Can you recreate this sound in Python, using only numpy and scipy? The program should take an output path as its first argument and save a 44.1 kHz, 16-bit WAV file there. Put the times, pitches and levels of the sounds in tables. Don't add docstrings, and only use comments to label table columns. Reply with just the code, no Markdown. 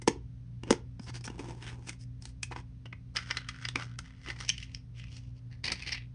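import sys
import numpy as np
from scipy import signal
from scipy.fft import rfft, irfft, next_fast_len
from scipy.io import wavfile
from scipy.ndimage import uniform_filter1d

SR = 44100
rng = np.random.default_rng(int(sys.argv[2]) if len(sys.argv) > 2 else 0)


def output_pcm(signal):
    pcm = np.clip(np.atleast_2d(signal).T, -1, 1) * 32767
    wavfile.write(sys.argv[1], SR, np.round(pcm).astype(np.int16))


N = 270994
BINS_HZ = np.fft.rfftfreq(2048, 1 / SR)

# frequency_hz, relative_db
ROOM_NOISE = [(20, -42.5), (30, -24), (40, -8.5), (60, -1), (110, -4.5), (170, -9.5), (250, -25.5),
              (330, -30.5), (450, -32.5), (800, -42), (2200, -45.5), (6200, -51.5), (7200, -59),
              (9500, -60)]
# pitch_hz, rms_db
MOTOR_PARTIALS = [(58.3, -54.5), (119.8, -48), (176, -63), (258.4, -64.5)]
# frequency_hz, t60_s
REVERB_TIMES = [(200, 0.24), (1000, 0.23), (4000, 0.21), (9000, 0.14)]

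# frequency_hz, gain_db
ON_DESK = [(100, -5), (350, 3), (630, -12), (920, -4.5), (1200, -13), (1500, -10.5), (2600, -13),
           (3300, -14), (4000, -20), (5300, -12.5), (6300, -15), (7300, -17), (9300, -24)]
IN_FINGERS = [(100, -17.5), (350, -7), (650, -13), (1000, -7), (1400, -2), (1700, -4.5), (2020, 3),
              (2450, -6.5), (3050, -2.5), (3900, -11.5), (5300, -7.5), (7000, -17.5), (9200, -25.5)]
ON_PALM = [(100, -11.5), (350, -7.5), (800, -12.5), (1500, -14), (2100, -4), (2900, 1), (3700, -12.5),
           (4500, -7.5), (5600, -4.5), (6400, -12.5), (7200, -15), (9000, -24.5)]
LAID_DOWN = [(100, -11), (350, -4.5), (600, -14.5), (900, -7.5), (1400, -13), (2000, 4.5), (2600, 2.5),
             (3400, -10.5), (4600, 0.5), (5800, -9), (7000, -21), (9200, -26)]
# start_s, response
HOLDS = [(0, ON_DESK), (2.8, IN_FINGERS), (4.45, ON_PALM), (5.45, LAID_DOWN)]

# start_s, level_db, decay_s, lows_db, tilt_db_per_octave, ring_hz
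PLASTIC_CLICKS = [(0.017, -10.5, 0.0045, 3, 5, 2120), (0.6346, -4.5, 0.0013, 4.5, -1.5, 2754),
                  (0.9957, -7.5, 0.0011, 2.5, -4.5, 5030), (1.209, -16, .0024, 3, 2, 5030),
                  (1.2412, -7.5, 0.0023, -22, 3.5, 2430), (1.2769, 2.5, 0.0026, -3, -4.5, 1420),
                  (1.3, -10.5, 0.0028, 10.5, 0, 2780), (1.3932, -4.5, 0.0013, -6, -1.5, 2450),
                  (1.893, 0.5, .0016, -23, 4.5, 2255), (1.9295, -13.5, .0019, -8, 1.5, 2110),
                  (2.2229, -18, .0012, -12.5, 6, 5020), (2.254, -6, 0.0019, -7.5, 4, 4150),
                  (2.4304, 6.5, 0.0022, -22, 4.5, 2540), (2.5201, 5.5, 0.0025, -23, -16, 4220),
                  (2.5617, 4.5, 0.002, -15.5, -10.5, 795), (2.856, -16, 0.0038, 16.5, -1, 2920),
                  (2.9265, -9, 0.0028, 6, -8.5, 2330), (3.1611, -2.5, 0.0016, -5, 2.5, 3460),
                  (3.167, 8, 0.0024, -27, -0.5, 5100), (3.188, -7, 0.0015, -0.5, -11.5, 5040),
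                  (3.302, 1, 0.0058, 0, -6, 5600), (3.3096, 9, 0.0017, -8, -4.5, 5230),
                  (3.3698, 4.5, 0.0024, -7, 0, 4150), (3.487, 0, 0.0035, -24.5, 2.5, 1280),
                  (3.6513, 4.5, .0024, -12.5, -4, 4900), (3.687, -1, 0.0011, -4, 4, 3660),
                  (3.7577, 5.5, .0008, 0.5, 0.5, 2330), (3.9888, -8, 0.0015, 4.5, 8, 1500),
                  (4.3019, 1, 0.00076, -22, -8.5, 4600), (4.3628, -18.5, 0.0024, 8.5, 0, 2280),
                  (4.4914, 8.5, 0.0016, -24.5, 2, 6030), (4.499, 5, .0013, -17.5, 0, 3196),
                  (4.58, -12, 0.00082, -14, 3.5, 3060), (4.6303, -12.5, 0.00043, -28, -5, 2720),
                  (4.7478, -6.5, 0.00032, -22, 0.5, 5250), (5.04, -12, 0.0016, -14, -5.5, 1400),
                  (5.6809, -1.5, 0.0012, -7, -2, 5100), (5.7179, 0.5, .0047, 3.5, 7, 1400),
                  (5.8218, -17, .0034, 5, 7.5, 2500), (5.8715, -5.5, 0.0074, -1, 1, 3090),
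                  (5.92, -0.5, 0.0051, -5, 0.5, 5400), (5.929, -2, 0.0019, -17, -1, 5150)]
# start_s, snap_db, decay_s, thump_db, thump_hz, cap_db, rebound_delay_s, rebound_db
CAP_FLICKS = [(0.0766, 15, .0014, 6, 340, 4, .0064, 15.5), (0.7070, 18, 0.00073, 8.5, 365, 1, .02, 11)]
# start_s, level_db, centre_hz
SOFT_KNOCKS = [(.158, -17, 350), (0.9954, -18, 218), (1.3935, -14.5, 350), (2.513, -15, 850),
               (2.5612, -15, 920), (3.756, -13.5, 346), (3.7569, -7, 1140), (4.283, -19.5, 340)]
# pitch_hz, relative_db, t60_s
DESK_MODES = [(163, -3.5, .15), (215, -6.5, 0.14), (281, 4.5, 0.11), (370, 0, 0.067), (425, -4, .075),
              (475, 2.5, 0.1), (943, -13.5, 0.02)]
# start_s, length_s, level_db, lows_db, tilt_db_per_octave, ring_hz
BRUSHES = [(0.637, 0.13, -36.5, 8, -4.5, 2870), (1.004, 0.081, -48, -2, 4, 5150),
           (1.069, 0.038, -27, -7.5, -4, 4600), (1.137, 0.048, -29.5, -8.5, 0, 4600),
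           (1.245, 0.02, -32.5, -2, 4.5, 5630), (1.871, 0.033, -31.5, -5.5, 2.5, 2530),
           (1.994, 0.046, -46, -42, 4, 5100), (2.202, 0.13, -48.5, -0.5, 4, 4300),
           (2.511, 0.026, -31, -2.5, -4.5, 1000), (2.552, 0.061, -31, -8, -5, 1005),
           (4.487, 0.0077, -29, -15, 2, 5900), (5.35, .045, -60, 11, 0, 4600)]

# time_s, mid_db, lows_relative_db, treble_relative_db
DRAG = [(1.27, -61, 7, -9), (1.375, -70, 14, -1), (1.4, -57, 10, 0), (1.5, -59, 11, -1.5),
        (1.57, -70.5, 15, 1), (1.63, -53.5, -0.5, -3.5), (1.69, -47.5, -5.5, -7), (1.79, -79.5, 16.5, 0.5),
        (1.9, -56.5, -4, 2), (1.97, -85, 11, 6)]
GRIP = [(3.14, -80, 14, 10), (3.165, -36, -12.5, -9.5), (3.25, -55, -17, -6), (3.37, -49, -7, -5.5),
        (3.44, -58.5, -13.5, -15), (3.62, -53.5, -14, -6), (3.655, -50, -14, -11), (3.735, -72, 0, 1),
        (3.77, -58, 4.5, -4.5), (3.825, -37.5, -14, -10), (3.85, -63, -2, 0.5), (3.96, -66, -16, -15)]
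TURN = [(4.0, -69.5, 5, -1), (4.07, -60, -15, -5.5), (4.14, -70, -9, -9), (4.245, -63.5, -14, 1),
        (4.275, -46.5, -5.5, -9), (4.31, -42.5, -5.5, -3.5), (4.35, -72, 2, 1.5), (4.41, -51.5, -7.5, 2),
        (4.55, -55, -17.5, -13), (4.64, -52, -28, -4), (4.68, -62, -17, -13), (4.74, -62.5, -13.5, -3),
        (4.83, -80, -4, -14)]
PRESS = [(4.94, -71.5, -2, -7), (4.99, -53, -18, -4.5), (5.04, -60.5, -24, -15), (5.1, -65.5, -6.5, -2.5),
         (5.16, -57, -13.5, 1.5), (5.22, -71.5, -7, -2), (5.32, -85, 6, 2)]
LIFT = [(5.49, -83, 6, -7), (5.525, -57.5, -15, -7.5), (5.61, -88, -5, -4)]
LAY = [(5.63, -78, 3, -3), (5.645, -41.5, -12.5, 4), (5.725, -42.5, -4.5, -12.5), (5.755, -52.5, -12, -2),
       (5.86, -50.5, -14, -6), (5.88, -41, -15.5, -2), (5.93, -42, -15, -4.5), (5.98, -46.5, -19.5, -12),
       (6.06, -71, -13, -23)]
# course, slips_per_s, rough_fraction, ring_hz, ring_db
SLIDES = [(DRAG, 170, .7, 900, 2.5), (GRIP, 135, .74, 1470, 7.9), (TURN, 150, .75, 1900, 3),
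          (PRESS, 150, 0.63, 3350, 2.7), (LIFT, 200, 0.85, 1710, 9.1), (LAY, 130, 0.76, 3380, 4)]


def amp(db):
    return 10 ** (np.asarray(db) / 20)


def unit_rms(x):
    return x / np.sqrt(np.mean(x ** 2) + 1e-20)


def value_at(table, hz):
    table_hz, values = np.transpose(table)
    return np.interp(np.log(hz + 1), np.log(table_hz + 1), values)


def add(mix, start_s, sound):
    part = mix[max(round(start_s * SR), 0):][:len(sound)]
    part += sound[:len(part)]


def colour(x, gain_db):
    log_gain = np.log(amp(np.r_[gain_db, gain_db[-2:0:-1]]))
    response = np.fft.ifft(np.exp(np.conj(signal.hilbert(log_gain)))).real
    return signal.fftconvolve(x, response)


def noise(gain):
    size = next_fast_len(N, True)
    spectrum = rfft(rng.standard_normal(size)) * gain(np.fft.rfftfreq(size, 1 / SR))
    return unit_rms(irfft(spectrum, size)[:N])


def drift(cutoff_hz):
    return noise(lambda hz: np.exp(-(hz / cutoff_hz) ** 2))


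def motor_hum(waver=0.3, waver_hz=4):
    t = np.arange(N) / SR
    hum = np.zeros(N)
    for pitch_hz, rms_db in MOTOR_PARTIALS:
        amplitude = amp(rms_db) * np.sqrt(2) * (1 + waver * drift(waver_hz))
        phase = 2 * np.pi * (pitch_hz * t + rng.random()) + waver * drift(waver_hz)
        hum += amplitude * np.sin(phase)
    return hum


def room_noise(rms_db=-51):
    return amp(rms_db) * noise(lambda hz: amp(value_at(ROOM_NOISE, hz)))


def contact_db(time_s, lows_db, tilt, ring_hz, ring_db):
    body = [response for start_s, response in HOLDS if start_s <= time_s][-1]
    lows = value_at([(500, 1), (1800, 0)], BINS_HZ)
    treble_octaves = np.log2(np.maximum(BINS_HZ / 2200, 1))
    width_hz = 60 + 0.075 * ring_hz
    resonance = 1 / (1 + abs((BINS_HZ - ring_hz) / width_hz) ** 3)
    return value_at(body, BINS_HZ) + lows_db * lows + tilt * treble_octaves + ring_db * resonance


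def click(start_s, level_db, decay_s, lows_db, tilt, ring_hz, ring_db=11.5):
    lead_s, skid_s, skid_db = 0.012, 0.0021, -16
    t = np.arange(2048) / SR - lead_s
    age = np.maximum(t, 0) / decay_s
    snap = (1 - np.exp(-age / 0.24)) * np.exp(-(age / 1.25) ** 0.88)
    skid = amp(skid_db) * np.exp(-abs(t) / skid_s)
    spectrum = rfft(rng.standard_normal(len(t)) * (snap / snap.max() + skid))
    burst = irfft(spectrum / np.sqrt(uniform_filter1d(abs(spectrum) ** 2, size=35) + 1e-12))
    response_db = contact_db(start_s, lows_db, tilt, ring_hz, ring_db)
    return start_s - lead_s, amp(level_db) * colour(burst, response_db)


def flick(start_s, snap_db, decay_s, thump_db, thump_hz, cap_db, rebound_delay_s, rebound_db):
    scrape_s = start_s + 0.0043
    landing_s = start_s + rebound_delay_s
    return [click(start_s, snap_db, decay_s, lows_db=-3, tilt=1.5, ring_hz=1300, ring_db=3.5),
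            click(scrape_s, level_db=6, decay_s=0.0017, lows_db=-2.5, tilt=3, ring_hz=6300, ring_db=9.5),
            knock(start_s, thump_db, thump_hz, width_octaves=0.72, ring_db=-10),
            knock(start_s, cap_db, centre_hz=907, width_octaves=0.25, ring_db=-4),
            click(landing_s, rebound_db, decay_s=0.00048, lows_db=-2, tilt=-2, ring_hz=2200, ring_db=4),
            knock(landing_s, rebound_db - 19, thump_hz, width_octaves=0.5, ring_db=-14)]


def knock(start_s, level_db, centre_hz, width_octaves=0.4, ring_db=-7):
    travel_at_1khz_s, lead_s = 0.0044, 0.0031
    hz = np.maximum(BINS_HZ, 1)
    phase = 2 * np.pi * (2 * travel_at_1khz_s * np.sqrt(1000 * hz) - lead_s * hz)
    offset = np.log2(hz / centre_hz) / width_octaves
    rolloff = offset ** 2 / 2 + np.maximum(offset, 0) ** 4
    wave = irfft(np.exp(-rolloff - 1j * phase))
    wave *= signal.windows.hann(2 * len(wave))[len(wave):]
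    t = np.arange(SR // 3) / SR
    modes = sum(amp(mode_db - 60 * t / t60_s) * np.sin(2 * np.pi * pitch_hz * t)
                for pitch_hz, mode_db, t60_s in DESK_MODES)
    ring = signal.fftconvolve(wave, modes)
    blow = amp(ring_db) * ring / np.linalg.norm(ring)
    add(blow, 0, wave / np.linalg.norm(wave))
    return start_s, amp(level_db) * blow


def slip_power(samples, slips_per_s, spread_db=6.5, decay_s=0.0013):
    gaps = rng.uniform(0.3, 1.7, samples) * SR / slips_per_s
    onsets = np.cumsum(gaps).astype(int) - round(SR / slips_per_s / 4)
    onsets = onsets[onsets < samples]
    pulses = np.zeros(samples)
    pulses[onsets] = amp(spread_db * np.minimum(rng.exponential(1, len(onsets)), 2)) ** 2
    power = signal.lfilter([1], [1, -np.exp(-1 / (decay_s * SR))], pulses)
    return power / (power.mean() + 1e-12)


def friction(samples, slips_per_s, rough_fraction, wobble_db=2, wobble_s=0.018):
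    steps = np.arange(samples) / SR / wobble_s
    wobble = rng.standard_normal(int(steps[-1]) + 2)
    pressure = unit_rms(amp(wobble_db * np.interp(steps, np.arange(len(wobble)), wobble)))
    hiss = rng.standard_normal(samples)
    power = 1 - rough_fraction + rough_fraction * slip_power(samples, slips_per_s)
    return pressure * hiss * np.sqrt(power)


def brush(start_s, length_s, level_db, lows_db, tilt, ring_hz, margin_s=0.011):
    samples = int((length_s + 2 * margin_s) * SR)
    swell = signal.windows.tukey(samples, 0.85)
    drive = swell * friction(samples, slips_per_s=240, rough_fraction=0.55)
    response_db = contact_db(start_s, lows_db, tilt, ring_hz, ring_db=7.5)
    return start_s - margin_s, amp(level_db) * colour(drive, response_db)


def slide(course, slips_per_s, rough_fraction, ring_hz, ring_db):
    times_s, mid_db, lows_db, treble_db = np.transpose(course)
    t = np.arange(times_s[0], times_s[-1], 1 / SR)
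    drive = friction(len(t), slips_per_s, rough_fraction)
    first_hold, last_hold = (colour(drive, contact_db(time_s, 0, 0, ring_hz, ring_db))[:len(t)]
                             for time_s in (times_s[0], times_s[-1]))
    regrip_s = max(start_s for start_s, _ in HOLDS if start_s <= times_s[-1])
    size = next_fast_len(len(t), True)
    spectrum = rfft(np.where(t < regrip_s, first_hold, last_hold), size)
    hz = np.fft.rfftfreq(size, 1 / SR)
    lows = value_at([(1000, 1), (1400, 0)], hz)
    treble = value_at([(3600, 0), (4400, 1)], hz)
    rub = np.zeros(len(t))
    for band, relative_db in [(lows, lows_db), (1 - lows - treble, 0), (treble, treble_db)]:
        envelope = amp(np.interp(t, times_s, mid_db + relative_db))
        rub += envelope * unit_rms(irfft(spectrum * band, size)[:len(t)])
    return times_s[0], rub


def chatter(start_s=5.6403, period_s=0.012, catches=4):
    return [click(start_s + k * period_s, level_db=-6.5, decay_s=0.0026,
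                  lows_db=5, tilt=3.5, ring_hz=5300, ring_db=-1.5) for k in range(catches)]


def reverberate(x, tail_db=-15, early_db=-17, first_echo_s=0.0018, early_decay_s=0.011, echoes_per_s=1200):
    t = np.arange(SR // 2) / SR
    echoes = rng.standard_normal(len(t)) * (t > first_echo_s)
    hz, frame_s, spectra = signal.stft(echoes, SR, nperseg=256)
    decay = amp(-60 * frame_s / value_at(REVERB_TIMES, hz)[:, None])
    tail = signal.istft(spectra * decay, SR, nperseg=256)[1][:len(t)]
    early = echoes * (rng.random(len(t)) < echoes_per_s / SR) * np.exp(-t / early_decay_s)
    response = amp(tail_db) * tail / np.linalg.norm(tail) + amp(early_db) * early / np.linalg.norm(early)
    return x + signal.fftconvolve(x, response)[:N]


def scene():
    background = motor_hum() + room_noise()
    contacts = [click(*row) for row in PLASTIC_CLICKS]
    contacts += [part for row in CAP_FLICKS for part in flick(*row)]
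    contacts += [knock(*row) for row in SOFT_KNOCKS]
    contacts += [brush(*row) for row in BRUSHES]
    contacts += [slide(*row) for row in SLIDES]
    contacts += chatter()
    handling = np.zeros(N)
    for start_s, sound in contacts:
        add(handling, start_s, sound)
    return (background + reverberate(handling))[None]


def record(dry, dip_hz=7250, dip_db=-6, peak_hz=8900, peak_db=3, cutoff_hz=10050):
    dip = dip_db * np.exp(-((BINS_HZ - dip_hz) / 450) ** 2)
    peak = peak_db * np.exp(-((BINS_HZ - peak_hz) / 800) ** 2)
    lowpass = signal.firwin(151, cutoff_hz, window=("kaiser", 8), fs=SR)
    return signal.oaconvolve(colour(dry[0], dip + peak), lowpass, "same")[None, :N]


dry = scene()
out = record(dry)
output_pcm(out)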